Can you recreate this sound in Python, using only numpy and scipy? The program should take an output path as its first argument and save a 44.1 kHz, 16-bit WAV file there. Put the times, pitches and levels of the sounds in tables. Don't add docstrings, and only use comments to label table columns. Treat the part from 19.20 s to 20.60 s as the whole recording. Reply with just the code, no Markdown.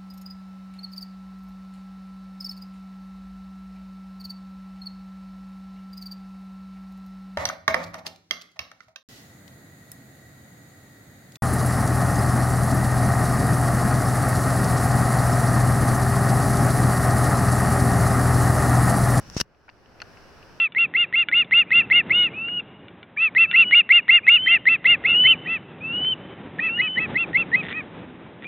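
import sys
import numpy as np
from scipy import signal
from scipy.fft import rfft, irfft, next_fast_len
from scipy.io import wavfile
from scipy.ndimage import minimum_filter1d

SR = 44100
rng = np.random.default_rng(int(sys.argv[2]) if len(sys.argv) > 2 else 0)


def to_wav(sig):
    pcm = np.clip(np.atleast_2d(sig), -1, 1) * 32767
    pcm = np.round(pcm).astype(np.int16)
    wavfile.write(sys.argv[1], SR, pcm.T)


N = 61739
T = np.arange(N) / SR
HALF_FFT = next_fast_len(N + SR // 2)
HZ = np.fft.rfftfreq(2 * HALF_FFT, 1 / SR)


def amp(db):
    return 10 ** (np.asarray(db) / 20)


def unit_rms(x):
    return x / np.sqrt(np.mean(x ** 2) + 1e-20)


def curve(points):
    freq_hz, values = np.transpose(points)
    return np.interp(np.log(HZ + 1), np.log(freq_hz + 1), values)


def envelope(points):
    return amp(np.interp(T, *np.transpose(points)))


def filtered(x, response):
    return irfft(rfft(x, 2 * HALF_FFT) * response)[..., :N]


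def ringing(gain):
    cepstrum = irfft(np.log(np.maximum(gain, 1e-6)))
    cepstrum[1:HALF_FFT] *= 2
    cepstrum[HALF_FFT + 1:] = 0
    response = np.exp(rfft(cepstrum))
    return response / np.abs(irfft(response)).max()


def pan(left_over_right_db):
    return amp(np.vstack([left_over_right_db, -left_over_right_db]) / 2)


def stereo(pair, correlation):
    angle = np.arccos(np.clip(correlation, -1, 1)) / 2
    mid, side = np.cos(angle) * pair[0], np.sin(angle) * pair[1]
    return np.array([mid + side, mid - side])


def tap(start_s):
    return 1. * (np.arange(N) == round(start_s * SR))


def rattle(start_s, decay_s, correlation):
    noise = stereo(rng.standard_normal((2, N)), correlation)
    burst = noise * (T >= start_s) * np.exp(-np.abs(T - start_s) / decay_s)
    return burst / np.linalg.norm(burst, axis=1, keepdims=True)


# start_s, crack_db, chatter_db, polarity (+1 push, -1 release)
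SNAPS = [(.0998, -35, -28.5, 1), (0.1466, -48, -32, 1), (.2015, -3.5, -11, 1), (0.2024, -5.5, -13.5, -1),
         (0.2034, -14, -3, 1), (0.2085, -10.5, -1, 1), (0.2101, -11.5, -2.5, 1), (.2134, 3.5, -5, -1)]
# freq_hz, gain_db
CASE_SPECTRUM = [(40, 4), (150, 8), (500, -3), (900, -6), (1800, 2.5), (2300, -17.5), (2850, 3.5),
                 (3250, -8), (3800, -4.5), (4600, -1), (5400, -2), (6100, 0), (6800, -22.5), (11400, -14),
                 (12400, -24.5), (13200, -20), (16000, -32)]
# freq_hz, left_over_right_db
SNAP_PAN = [(100, 1), (1000, -1), (2500, 4), (5500, 5.5), (8500, -4.5), (13000, -0.5)]
# freq_hz, gain_db
FRICTION_SPECTRUM = [(100, -8), (700, -13.5), (1600, -7), (2300, -12.5), (2850, -8.5), (3250, -12.5),
                     (4000, -12), (4700, -7.5), (5400, 1), (6100, -3), (6700, -13), (9500, -21),
                     (12000, -32.5), (15000, -33)]


def snaps():
    cracks, chatter = np.zeros(N), np.zeros((2, N))
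    for start_s, crack_db, chatter_db, polarity in SNAPS:
        cracks += polarity * amp(crack_db) * tap(start_s)
        chatter += amp(chatter_db) * rattle(start_s, decay_s=0.00096, correlation=0.28)
    balance = pan(curve(SNAP_PAN))
    case = ringing(amp(curve(CASE_SPECTRUM)))
    friction = ringing(amp(curve(FRICTION_SPECTRUM)))
    return filtered(cracks, balance * case) + filtered(chatter, balance * friction)


# start_s, level_db
THUMPS = [(0.166, -7.5)]


def thump(rise_s=0.0005, fall_s=0.0031, rolloff_hz=90, rolloff_q=0.79):
    push = np.zeros(N)
    for start_s, level_db in THUMPS:
        age_s = np.maximum(T - start_s, 0)
        rise = 1 - np.exp(-(age_s / rise_s) ** 2)
        push += amp(level_db) * rise * np.exp(-age_s / fall_s)
    jw = 1j * HZ / rolloff_hz
    highpass = jw ** 2 / (jw ** 2 + jw / rolloff_q + 1)
    return filtered(push, highpass) * pan(left_over_right_db=1.6)


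# time_s, level_db
SCRAPE_LEVEL = [(0, -60), (.12, -55), (.15, -45), (.163, -45.5), (.169, -29), (.176, -27), (.19, -32),
                (.199, -24.5), (.213, -17.5), (.221, -42.5), (.24, -64.5), (.27, -85)]


def scrape(slips_per_s=7000, spread_db=2.5):
    sizes = amp(spread_db * np.minimum(rng.exponential(size=N), 3))
    slipping = rng.random(N) < slips_per_s / SR
    slips = stereo(rng.standard_normal((2, N)) * sizes * slipping, correlation=0.1)
    friction = ringing(amp(curve(FRICTION_SPECTRUM)))
    return unit_rms(filtered(slips, friction)) * envelope(SCRAPE_LEVEL)


# start_s, level_db, low_hz, high_hz, left_over_right_db
KNOCKS = [(.347, -41.5, 2200, 3000, 3), (0.4813, -25.5, 688, 1860, 4), (0.4845, -24.5, 600, 1300, -3.5),
          (0.4912, -20.5, 685, 3470, -1), (.498, -30, 2100, 4830, 7), (0.659, -37, 2200, 3370, -10),
          (0.8021, -24.5, 2410, 3300, 2), (0.8177, -17.5, 750, 5950, 0.5), (0.8214, -25, 760, 3000, 5),
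          (0.9716, -38.5, 1900, 2300, 6), (1.228, -40, 2300, 3000, 11)]
# freq_hz, gain_db
BODY_SPECTRUM = [(100, -41), (400, -9), (780, -1), (1050, -6), (1500, 0), (2200, -8), (2750, -3.5),
                 (3250, -14.5), (4000, -18), (4600, -7), (5200, -14.5), (6100, -13), (6800, -28),
                 (8500, -40), (14000, -45)]


def knocks():
    out = np.zeros((2, N))
    body = amp(curve(BODY_SPECTRUM))
    for start_s, level_db, low_hz, high_hz, left_over_right_db in KNOCKS:
        band = 1 / np.sqrt((1 + (low_hz / (HZ + 1)) ** 6) * (1 + (HZ / high_hz) ** 6))
        blow = 0.32 * tap(start_s) + 0.74 * rattle(start_s, decay_s=0.0025, correlation=0.49)
        out += amp(level_db) * pan(left_over_right_db) * filtered(blow, ringing(body * band))
    return out


# start_s, level_db
PINGS = [(.8184, -32.5)]
# pitch_hz, gain_db, t60_s
SHELL_MODES = [(1440, -2, 0.032), (4330, 0, 0.018), (4610, 1.5, .02)]


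def shell_ping():
    out = np.zeros(N)
    for start_s, level_db in PINGS:
        age_s = np.maximum(T - start_s, 0)
        for pitch_hz, gain_db, t60_s in SHELL_MODES:
            decay = amp(level_db + gain_db - 60 * age_s / t60_s)
            out += decay * np.sin(2 * np.pi * pitch_hz * age_s)
    return out


# time_s, level_db
SWING_LEVEL = [(0, -41), (.05, -57.5), (.08, -44.5), (.125, -45.5), (.15, -52), (.22, -33.5), (.26, -70.5),
               (.4, -64)]
# freq_hz, gain_db
RUMBLE_SPECTRUM = [(20, -2.5), (70, 3), (130, -2), (220, -6.5), (450, -38.5), (1500, -44)]


def swing():
    noise = stereo(rng.standard_normal((2, N)), correlation=0.93)
    rumble = filtered(noise, amp(curve(RUMBLE_SPECTRUM)))
    return unit_rms(rumble) * envelope(SWING_LEVEL)


# freq_hz, gain_db
HUSH_SPECTRUM = [(20, -2), (50, 0), (110, 0.5), (200, -2.5), (400, -2.5), (600, -4), (850, -7),
                 (1200, -8.5), (1520, -6.5), (2170, -15.5), (2550, -14.5), (2950, -15), (3630, -24),
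                 (4500, -19.5), (5200, -17), (5750, -18.5), (6600, -31), (7300, -33.5), (15500, -38)]
# freq_hz, correlation
HUSH_CORRELATION = [(60, 0.39), (150, 0.41), (380, 0.74), (950, 0.76), (2380, 0.26), (5980, 0.34),
                    (15000, 0.03)]
# time_s, gain_db
HUSH_TREBLE = [(.15, 1.5), (.25, -8.5), (.45, -2.5), (.7, -2.5), (.95, 1.5), (1.4, 0.5)]


def forest(level_db=-50, notch_hz=3200, notch_width_hz=110, notch_depth=0.71, treble_hz=2000):
    noise_spectrum = stereo(rfft(rng.standard_normal((2, 2 * HALF_FFT))), curve(HUSH_CORRELATION))
    notch = 1 - notch_depth / (1 + (2 * (HZ - notch_hz) / notch_width_hz) ** 2)
    hush = unit_rms(irfft(noise_spectrum * notch * amp(curve(HUSH_SPECTRUM)))[:, :N])
    treble = filtered(hush, HZ ** 2 / (HZ ** 2 + treble_hz ** 2))
    return amp(level_db) * (hush + treble * (envelope(HUSH_TREBLE) - 1))


def scene():
    return thump() + scrape() + snaps() + knocks() + shell_ping() + swing() + forest()


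def gain_control(x, threshold_db=-20, max_cut_db=9.5, attack_s=0.033, hold_s=0.2, recover_db_per_s=21.5):
    hold, attack = int(hold_s * SR), int(attack_s * SR)
    peak_db = 20 * np.log10(np.abs(x).max(axis=0) + 1e-9)
    over_db = np.clip(peak_db - threshold_db, 0, max_cut_db)
    held_db = -minimum_filter1d(-over_db, hold, origin=(hold - 1) // 2, mode="constant")
    recovery_db = recover_db_per_s * T
    cut_db = np.maximum.accumulate(held_db + recovery_db) - recovery_db
    smooth_cut_db = signal.fftconvolve(cut_db, np.ones(attack) / attack)[:N]
    return x * amp(-smooth_cut_db)


BAND_LIMIT_HZ = 16000


def record(dry):
    return filtered(gain_control(dry), HZ < BAND_LIMIT_HZ)


dry = scene()
out = record(dry)
to_wav(out)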